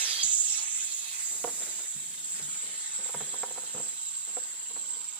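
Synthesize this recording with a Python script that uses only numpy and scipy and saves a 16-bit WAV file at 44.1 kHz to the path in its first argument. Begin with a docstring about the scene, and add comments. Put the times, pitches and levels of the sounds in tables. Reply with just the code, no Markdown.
"""A leak of compressed air hisses and whistles near 7.5 kHz, close to a two-port microphone in a garage.
A hose feeds a car's intake piping: a broad gush of coloured noise is cut off and the leak takes over.
The whistle is resonant noise with a tonal core; it narrows as the pressure sinks. Noise makes the rush.
A hand reaches under the pipe: knocks and bumps ring damped modes, scuffs and rubs are friction noise.
Reflections off the engine bay, a faint garage tail and a low drone lie behind."""
import sys
import numpy as np
from scipy import signal
from scipy.fft import rfft, irfft, next_fast_len
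from scipy.io import wavfile
from scipy.ndimage import uniform_filter1d

SR = 44100
rng = np.random.default_rng(int(sys.argv[2]) if len(sys.argv) > 2 else 0)


def waveform_to_disk(signal):
    """Save audio, clipped to [-1, 1], as 16-bit WAV at the path in sys.argv[1]."""
    frames = np.transpose(np.atleast_2d(signal))
    scaled = np.clip(frames, -1, 1) * 32767
    samples = np.round(scaled).astype(np.int16)
    wavfile.write(sys.argv[1], SR, samples)


N = 228886
SIZE, HOP = 512, 128  # spectral frame and its step [samples]
HZ = np.fft.rfftfreq(SIZE, 1 / SR)
FRAME_S = np.arange(N // HOP + 5)[:, None] * HOP / SR  # frame times, as a column
TIME = np.arange(N) / SR

# The hose seats in the pipe: the gush is cut off and the leak takes over.
SEAT_S, SEAT_TAKES_S = 0.234, 0.0055
# The surge of pressure left by the gush dies away with this time constant.
SURGE_S = 0.6
# How squarely the jet meets the edge of the gap; on it the whistle swells, off it a hollow rings:
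# (time [s], aim [dB])
AIM = [(0.27, -1), (0.33, 2), (0.55, 0.5), (0.615, -2.5), (0.79, 1.5), (0.93, -3), (1.11, -4.5),
       (1.27, 1.5), (1.43, -1.5), (1.62, 0.5), (1.77, -1), (2.23, -3.5), (2.35, 1.5), (2.71, -0.5),
       (3.12, 2), (3.65, 0.5), (3.87, 3.5), (3.94, -2.5), (4.02, 2), (4.27, 1), (4.36, 4.5), (4.5, -1),
       (4.68, -1), (4.93, 1), (5.15, -1)]
# Where the leak lies as the microphone drifts, before each layer's own offset:
# (time [s], left minus right [dB])
LEAK_PAN = [(0.26, -6.5), (0.42, -6), (2.3, -1), (4.39, -3.5), (4.47, 0), (5.19, -6)]


def amp(db):
    """Decibels to gain."""
    return 10 ** (np.asarray(db) / 20)


def evened(x):
    """Scales to an rms of one."""
    return x / np.sqrt(np.mean(x ** 2) + 1e-20)


def read(points, hz=HZ):
    """A spectrum joined by straight lines on a log-frequency axis."""
    f, value = np.transpose(points)
    return np.interp(np.log(hz + 1), np.log(f + 1), value)


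def follow(points, t=FRAME_S):
    """A curve joined by straight lines, at the times t."""
    s, value = np.transpose(points)
    return np.interp(t, s, value)


def sampled(control):
    """A value a frame, spread over the samples."""
    return np.interp(TIME, FRAME_S[:, 0], control[:, 0])


def add(mix, s, sound):
    """Mixes a stereo sound in at time s."""
    part = mix[:, max(round(s * SR), 0):][:, :sound.shape[1]]
    part += sound[:, :part.shape[1]]


def placed(x, pan_db):
    """Shares the power of x between left and right; pan_db is left minus right."""
    gains = np.array([amp(pan_db / 2), amp(-pan_db / 2)]).reshape(2, -1)
    return x * gains / np.sqrt(np.mean(gains ** 2, 0))


def filtered(x, response):
    """Applies a fixed frequency response."""
    size = next_fast_len(N + SIZE)
    return irfft(rfft(x, size) * response(np.fft.rfftfreq(size, 1 / SR)), size)[..., :N]


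def resonance(hz, centre_hz, width_hz):
    """Gain of one resonance."""
    return 1 / np.sqrt(1 + (2 * (hz - centre_hz) / width_hz) ** 2)


def peaks(rows, hz=HZ):
    """Lift in dB of a set of resonances."""
    return sum(db * resonance(hz, f, width) ** 2 for f, width, db in rows)


def unit(shape, band=slice(None)):
    """Scales a spectrum so that noise through it has an rms of one in the band."""
    return shape / np.sqrt(np.sum(shape[..., band] ** 2, -1, keepdims=True) / len(HZ))


def wander(slow_hz, fast_hz):
    """Random drift of rms one, a sum of sines between two rates, a value a frame."""
    rates = np.geomspace(slow_hz, fast_hz, 40)
    turns = rates * FRAME_S + rng.random(len(rates))
    return evened(np.sin(2 * np.pi * turns).sum(1))[:, None]


def eddies(frames=5, bins=9):
    """Random patches of rms one over time and frequency."""
    field = rng.standard_normal((len(FRAME_S), len(HZ)))
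    return evened(uniform_filter1d(uniform_filter1d(field, frames, 0), bins, 1))


def lingering(depth_db):
    """Narrow airy bands in dB that last about a fifth of a second as the jet wanders."""
    return depth_db * eddies(frames=70, bins=3)


def ports(hz):
    """Gain and phase with which each of the two microphone ports hears the leak."""
    # The port pair: (frequency [Hz], left leads by [rad], left minus right [dB])
    port_rows = [(493, 0, 1.5), (1170, 2, -4.5), (3220, 0.5, -1), (5970, -3.5, 1.5), (6000, -3, -1),
                 (7300, -2.5, 1.5), (7940, -2, 1.5), (8760, -4.5, 6), (15800, -8.5, 6)]
    f, lead, pan_db = np.transpose(port_rows)
    lead = read(np.c_[f, lead], hz)
    pan_db = read(np.c_[f, pan_db], hz)
    return placed(np.exp(np.array([[.5j], [-.5j]]) * lead), pan_db)


def noise(gain, alike):
    """Noise with a gain per frame and bin; the jet is wide, so the ports share only a part of its power."""
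    white = rng.standard_normal((3, (len(FRAME_S) - 1) * HOP))
    z = signal.stft(white, nperseg=SIZE, noverlap=SIZE - HOP)[2]
    pair = np.sqrt(alike) * z[0] + np.sqrt(1 - alike) * z[1:]
    heard = pair * ports(HZ)[:, :, None] * gain.T
    return signal.istft(heard, nperseg=SIZE, noverlap=SIZE - HOP)[1][:, :N]


def garage_drone(level_db=-71.5):
    """The garage's low drone: steady noise with a fixed colour, slightly different at each port."""
    # Relative colour: (frequency [Hz], level [dB])
    garage_colour = [(20, -20), (70, -10), (115, -35), (153, 6.5), (190, -5), (300, -6), (700, -25),
                     (3000, -20.5)]
    white = rng.standard_normal((2, N))
    mid, side = evened(filtered(white, lambda hz: amp(read(garage_colour, hz))))
    return amp(level_db) * (mid + np.array([[.3], [-.3]]) * side)


def echoes(x, t60, count=3, apart_hz=500, drift_s=1.467):
    """Dense reflections, alike at both ports in the bass, that shift as the microphone drifts."""
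    t = np.arange(SR // 2) / SR
    highpass = signal.butter(2, apart_hz, "high", fs=SR, output="sos")
    out = np.zeros((2, N))
    for k in range(count):
        mid, side = rng.standard_normal((2, len(t))) * amp(-60 * t / t60) * (t > .002)
        side = signal.sosfilt(highpass, side)
        tail = np.array([mid + side, mid - side]) / np.linalg.norm(mid + side)
        # the shares of the tails trade places while their total power holds
        share = np.cos(np.pi * (TIME / drift_s + k / count)) * np.sqrt(2 / count)
        out += signal.oaconvolve(x * share, tail, axes=1)[:, :N]
    return out


def ring(modes, tilt_db=0, rise_cycles=1.0, scatter=0.031):
    """A padded blow rings slightly scattered modes, each swelling over about a cycle; peak of one."""
    t = np.arange(SR // 5) / SR
    hz, db, t60 = np.transpose(modes)[:, :, None]
    hz = hz * (1 + scatter * rng.standard_normal(hz.shape))
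    decay = amp(db + tilt_db * np.log2(hz / hz.mean()) - 60 * t / t60)
    rise = 1 - np.exp(-(t * hz / rise_cycles) ** 2)
    tone = (decay * rise * np.sin(2 * np.pi * hz * t)).sum(0)
    return tone / abs(tone).max()


def crack(hz=2450, half_width_octaves=0.41, fade_s=0.00067):
    """The short hard click of first contact, a band of fading noise; peak of one."""
    t = np.arange(SR // 50) / SR
    edges_hz = hz * 2 ** (np.array([-1, 1]) * half_width_octaves)
    band = signal.butter(2, edges_hz, "band", fs=SR, output="sos")
    click = signal.sosfilt(band, rng.standard_normal(len(t)) * np.exp(-t / fade_s))
    return click / abs(click).max()


def knocks(knock_db=2, crack_db=-6):
    """Knocks of hand and hose on the piping: each a crisp touch, then the full weight, with a crack."""
    # Blows, before the level offsets: (time [s], level [dB], upper ring against the whole [dB])
    knock_rows = [(1.443, -22, 2), (1.473, -32, 6), (1.483, -40, 10), (1.492, -39.5, 8), (1.792, -52.5, 3),
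                  (2.991, -45.5, -4), (3.057, -43.5, 2), (3.092, -39.5, 9), (3.144, -29, 11.5),
                  (3.206, -34.5, 14), (3.339, -33.5, 7.5), (3.358, -49, 0), (3.433, -27.5, 11.5),
                  (3.482, -45, 9.5), (3.507, -39.5, 0), (3.558, -42.5, 16), (3.576, -34, 11),
                  (3.633, -45, 4), (3.747, -42, 0.5), (3.761, -42.5, -8), (3.777, -38.5, 11),
                  (3.798, -40.5, -10), (4.369, -31.5, 4), (4.383, -41, -15), (4.707, -51.5, -8),
                  (4.761, -43, 11), (4.774, -53.5, 11.5), (4.965, -51, 1)]
    # The two landings of a blow: (delay [s], level [dB], tilt [dB per octave])
    contacts = [(-.0018, -2.5, 1.0), (.0023, -1.5, 0)]
    # Nominal ring of the piping: (frequency [Hz], relative level [dB], t60 [s])
    pipe_modes = [(483, 8.5, 0.028), (570, -2, 0.0073), (758, 8.5, 0.02), (972, 1, 0.035), (1107, 4, 0.018),
                  (1314, 2, 0.018), (1600, 0, 0.0092), (2140, -10, 0.013)]
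    out = np.zeros((2, N))
    hardest_db = max(db for _, db, _ in knock_rows)
    for s, db, bright_db in knock_rows:
        click_db = db + crack_db + (db - hardest_db)  # softer knocks crack far less
        add(out, s - .001, placed(amp(click_db) * crack(), pan_db=-12))
        for delay_s, blow_db, tilt_db in contacts:
            tone = ring(pipe_modes, tilt_db + 0.66 * (bright_db - 4.0))
            add(out, s + delay_s, placed(amp(db + knock_db + blow_db) * tone, pan_db=-7))
    return out


def bumps():
    """Soft bumps ring only the low modes of the piping."""
    # (time [s], peak level [dB])
    bump_rows = [(0.232, -52), (1.449, -47), (1.952, -44.5), (2.409, -47.5), (2.47, -55), (3.152, -46),
                 (3.208, -43.5), (3.747, -45.5), (3.79, -48.5)]
    # Nominal low modes: (frequency [Hz], relative level [dB], t60 [s])
    thud_modes = [(79, -17.5, 0.1), (152.3, -11.5, 0.19), (207.5, -9.5, 0.1), (263, -11.5, 0.045)]
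    out = np.zeros((2, N))
    for s, db in bump_rows:
        add(out, s - .002, placed(amp(db) * ring(thud_modes), pan_db=-1.5))
    return out


def stroke(start_s, length_s, level_db, rise_s=0.0031, fade_db=-6, release_s=0.026):
    """Grip of one stroke over time: it takes hold, eases along the way and lets go."""
    t = TIME - start_s
    fade = amp(level_db + fade_db * np.clip(t / length_s, 0, 1))
    return np.clip(t / rise_s, 0, 1) * fade * np.exp(-np.maximum(t - length_s, 0) / release_s)


def rubbing(strokes, colour, grain_db):
    """Uneven friction noise under a set of strokes."""
    grip = sum(stroke(*row) for row in strokes) * amp(grain_db * sampled(wander(13, 90)))
    return grip * evened(filtered(rng.standard_normal(N), lambda hz: amp(read(colour, hz))))


def friction(scuff_db=2):
    """The hand rubs along the pipe, drags on the rubber hose so the piping rumbles, and scuffs the metal."""
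    # Strokes along the pipe, drags on the hose, and short bright scuffs of skin on metal (before scuff_db):
    # (start [s], length [s], level at the start [dB])
    strokes = [(1.298, 0.2, -58), (1.447, 0.1, -53), (1.572, 0.28, -59.5), (2.33, 0.29, -71),
               (2.63, 0.13, -58.5), (2.985, 0.063, -54.5), (3.15, 0.2, -55), (3.33, 0.596, -59),
               (3.74, 0.083, -50), (4.278, 0.26, -65), (4.69, 0.3, -62.5)]
    drags = [(2.015, 0.29, -63.5), (2.325, 0.25, -61.5)]
    scuffs = [(1.468, 0.006, -42), (1.603, 0.021, -48), (1.662, 0.029, -53), (1.788, 0.017, -49),
              (2.394, 0.015, -53.5), (3.203, 0.017, -46), (4.272, 0.026, -55.5), (4.76, 0.036, -58)]
    # Their relative colours: (frequency [Hz], level [dB])
    rub_colour = [(75, -22), (115, -24), (160, 3), (270, -1), (450, 2), (800, -5), (2000, -14), (6000, -57)]
    drag_colour = [(100, -24.5), (160, 1.5), (205, -5), (400, -16), (1500, -60)]
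    scuff_colour = [(150, -12.5), (450, 5.5), (1000, -2.5), (2400, -3), (4300, -9), (8000, -43)]
    rub = placed(rubbing(strokes, rub_colour, grain_db=1.5), pan_db=-1.5)
    drag = rubbing(drags, drag_colour, grain_db=2.0)
    scuff = placed(amp(scuff_db) * rubbing(scuffs, scuff_colour, grain_db=2.5), pan_db=-1.5)
    return rub + drag + scuff


def hand():
    """Everything the hand does: impacts ring the piping and sliding makes friction noise."""
    return knocks() + bumps() + friction()


def seated(early_s=0):
    """Zero while the hose is loose, one once it sits, a value a frame."""
    return np.clip((FRAME_S - SEAT_S + early_s) / SEAT_TAKES_S, 0, 1)


def surge(fade_s=SURGE_S):
    """What is left of the surge of pressure: one until the hose seats, then towards zero, a value a frame."""
    return np.exp(-np.maximum(FRAME_S - SEAT_S, 0) / fade_s)


def cavities(hz, low_hz=140):
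    """The spaces round the leak lift their own frequencies; below about 140 Hz the hiss fades away."""
    # Air resonances of the piping and the spaces round it: (frequency [Hz], width [Hz], lift [dB])
    air_modes = [(440, 83, 4), (876, 370, 6), (2597, 41, 6.5), (3218, 50, 5.5), (3610, 140, 1.5)]
    return amp(peaks(air_modes, hz)) * (1 - 1 / (1 + (hz / low_hz) ** 4))


def gush(level_db=-35, burst_db=8.5, burst_s=0.09, swell_db=4.5, start_hz=8800, end_hz=4200, fall_s=0.048,
         lift_db=9, width_hz=900, patchy_db=2.0):
    """Air spills past the hose end with a falling hiss; the pipe rings more and more until the gush stops."""
    # Relative colour: (frequency [Hz], level [dB])
    gush_colour = [(850, -19.5), (1700, -5.5), (2600, -3), (4400, -9), (6000, 2.5), (7800, 3), (8800, -5),
                   (12000, -12.5), (15500, -31)]
    # The pipe's resonances, driven harder as the gap closes:
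    # (frequency [Hz], width [Hz], lift once closed [dB])
    gush_rings = [(3280, 190, 27), (4100, 260, 12), (4740, 660, 19.5)]
    closing = np.clip(FRAME_S / SEAT_S, 0, 1) ** 1.5
    blow_db = level_db + burst_db * np.exp(-FRAME_S / burst_s) + swell_db * closing ** 2
    centre_hz = end_hz + (start_hz - end_hz) * np.exp(-FRAME_S / fall_s)
    lifts_db = lift_db * resonance(HZ, centre_hz, width_hz) ** 2 + closing * peaks(gush_rings)
    shape = unit(amp(read(gush_colour) + lifts_db))
    gain = shape * amp(blow_db + patchy_db * eddies()) * (1 - seated())
    return placed(filtered(noise(gain, alike=0.76), cavities), pan_db=-5.5)


def swells():
    """Lift in dB over time and frequency of bands that swell or sink for a while as the jet shifts."""
    # (middle [s], length [s], frequency [Hz], width [Hz], lift [dB])
    swell_rows = [(0.547, 0.14, 5600, 704, 15), (0.628, 0.11, 910, 900, 9), (0.71, 0.17, 4540, 1200, -13),
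                  (0.85, 0.79, 2590, 607, 6.5), (1.1, 0.066, 3970, 800, 5.5), (1.21, 0.26, 1990, 250, 4),
                  (1.41, 0.42, 3330, 900, -9), (1.906, 2.1, 3720, 130, 5.5), (2.787, 0.29, 1980, 300, 4.5),
                  (2.76, 0.31, 3920, 700, 4.5), (4.057, 0.19, 3660, 420, 4.5), (4.116, 0.28, 480, 454, -14),
                  (4.6, 1.6, 1850, 260, -4.5), (5.04, 0.43, 1020, 190, 4)]
    lift_db = 0
    for s, length, hz, width, db in swell_rows:
        presence = 1 / (1 + (2 * (FRAME_S - s) / length) ** 6)
        lift_db = lift_db + db * resonance(HZ, hz, width) ** 2 * presence
    return lift_db


def cupped(from_s=2.9, takes_s=0.27):
    """The hand closes round the leak; the hollow under it lifts some tones and cancels others, in dB."""
    # (frequency [Hz], width [Hz], lift once closed [dB])
    cup_modes = [(970, 83, 5.5), (1530, 170, 2.5), (2430, 210, -4), (3010, 98, 0.5), (3980, 120, 5),
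                 (4300, 220, -1.5), (5300, 170, -3)]
    return np.clip((FRAME_S - from_s) / takes_s, 0, 1) * peaks(cup_modes)


def rush(stir, body_db=-1.5, thin_db=-9.5, thin_below_hz=1770, thin_s=0.66, hollow_hz=3850,
         hollow_width_hz=1200, hollow_db=-2, hollow_surge_db=8, hollow_share=0.63):
    """The body of the escaping air, turbulent noise that rings a hollow when the jet slips off the edge."""
    # Relative colour: (frequency [Hz], level [dB])
    body_colour = [(100, -8), (600, -15), (1300, -7), (2000, -1.5), (2500, -4.5), (3300, 0.5), (4100, 1.5),
                   (4600, -0.5), (6000, -3), (8000, -2.5), (11000, -44)]
    # Level before body_db and the lifts: (time [s], level [dB])
    rush_level = [(0.27, -38.5), (0.39, -47), (0.57, -42.5), (0.71, -46.5), (1.01, -47.5), (1.11, -46),
                  (1.73, -48), (1.91, -51.5), (2.45, -49), (3.03, -48.5), (3.35, -50), (5.15, -52.5)]
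    lift_db = hollow_db + hollow_surge_db * surge() - hollow_share * follow(AIM)
    hollow = lift_db * resonance(HZ, hollow_hz, hollow_width_hz) ** 2
    # a strong jet is thin at the bottom; its lower body fills in as the surge fades
    thin = thin_db * surge(thin_s) / (1 + (HZ / thin_below_hz) ** 4)
    colour = unit(amp(read(body_colour) + thin + hollow), (HZ > 1500) & (HZ < 5200))
    blow_db = follow(rush_level) + body_db + swells() + cupped() + lingering(1.8)
    return filtered(noise(colour * amp(blow_db) * stir, alike=0.27), cavities)


def spray(stir):
    """The fine treble fizz of the escaping air, turbulent noise."""
    # Relative colour: (frequency [Hz], level [dB])
    fizz_colour = [(3000, -30), (7000, 9), (9000, 9), (10100, 8.5), (11200, 0.5), (12500, 1), (13800, -3.5),
                   (15200, 5), (16000, -24)]
    # Level before the stir and the cavities: (time [s], level [dB])
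    fizz_level = [(0.25, -52.5), (0.55, -53.5), (0.69, -57.5), (0.97, -52), (1.55, -51), (1.91, -56),
                  (2.37, -55), (3.01, -61.5), (3.13, -53), (3.17, -56.5), (5.17, -61)]
    colour = unit(amp(read(fizz_colour)), (HZ > 10500) & (HZ < 14500))
    return filtered(noise(colour * amp(follow(fizz_level)) * stir, alike=0.55), cavities)


def jet(flutter_db=-0.05, patchy_db=2.0, pan_share=0.45, pan_db=-2):
    """The broad rush of escaping air: a body and a fine fizz, stirred alike by the same turbulence."""
    stir = amp(flutter_db * wander(7.9, 60) + patchy_db * eddies())
    body = placed(rush(stir), pan_share * follow(LEAK_PAN, TIME) + pan_db)
    return body + placed(spray(stir), pan_db=-9.0)


def whistle(level_db=-35.5, surge_db=9.0, sink_db_per_s=0.44, loose_db=-22, early_s=0.0086, alike=0.77,
            surge_flat_hz=380, bend_hz_per_db=12, scoop_hz=650, scoop_s=0.046, waver_hz=35,
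            start_width_hz=1770, narrowing_s=6.16, skirt=2.17, lock_rest=0.4, lock_per_db=0.27,
            core_hz=90, flutter_db=0.1, patchy_db=2.5, pan_db=-2):
    """Turbulence drives the gap's resonance; a jet square on the edge locks and a narrow core stands out."""
    # Pitch once the surge is taken out: (time [s], frequency [Hz])
    pitch = [(.3, 7510), (1.4, 7450), (2.1, 7670), (2.9, 7653), (4.2, 7616), (5.15, 7604)]
    # Side modes of the gap, rung by the surge: (frequency [Hz], width [Hz], lift at full surge [dB])
    shoulders = [(6300, 3400, 6), (8080, 1100, 11.5)]
    aim_db = follow(AIM)
    blow_db = level_db + surge_db * surge() - sink_db_per_s * FRAME_S + aim_db
    blow_db = blow_db + loose_db * (1 - seated(early_s))
    # the whistle starts flat, scoops up as it catches and rises as the surge fades
    flat_hz = (surge_flat_hz - bend_hz_per_db * aim_db) * surge() + scoop_hz * surge(scoop_s)
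    pitch_hz = follow(pitch) - flat_hz + waver_hz * wander(2.4, 40)
    narrowness = np.exp(-FRAME_S / narrowing_s)
    lock = np.clip(lock_rest + lock_per_db * aim_db, 0, 1) * (1 - narrowness)

    # the hiss: noise through the resonance, its slopes steepened by the skirt exponent
    shape = resonance(HZ, pitch_hz, start_width_hz * narrowness) ** skirt * amp(surge() * peaks(shoulders))
    airy = unit(shape, (HZ > 6500) & (HZ < 8600)) * amp(patchy_db * eddies() + lingering(1.2))
    hiss = filtered(noise(airy * np.sqrt(1 - lock), alike), cavities)

    # the core: a tone whose strength and phase drift at random
    turn = np.exp(2j * np.pi * np.cumsum(sampled(pitch_hz)) / SR)
    lowpass = signal.butter(2, core_hz / 2, fs=SR, output="sos")
    drift = signal.sosfilt(lowpass, rng.standard_normal(N) + 1j * rng.standard_normal(N))
    core = evened((turn * drift * ports(pitch_hz.mean(0))).real) * sampled(np.sqrt(lock))

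    strength = amp(blow_db + flutter_db * wander(41, 110))
    return placed((hiss + core) * sampled(strength), follow(LEAK_PAN, TIME) + pan_db)


def scene():
    """Leak and hand are heard directly and off the engine bay; the garage adds a faint tail and a low drone."""
    direct = hand() + gush() + jet() + whistle()
    near = direct + amp(-6.5) * echoes(direct, t60=0.12)
    return garage_drone() + near + amp(-20.0) * echoes(near, t60=1.0)


def record(dry, edge_hz=15780):
    """The recorder's band limit, a steep low-pass."""
    lowpass = signal.firwin(511, edge_hz, window=("kaiser", 9), fs=SR)
    return signal.oaconvolve(dry, lowpass[None], "same")


dry = scene()
out = record(dry)
waveform_to_disk(out)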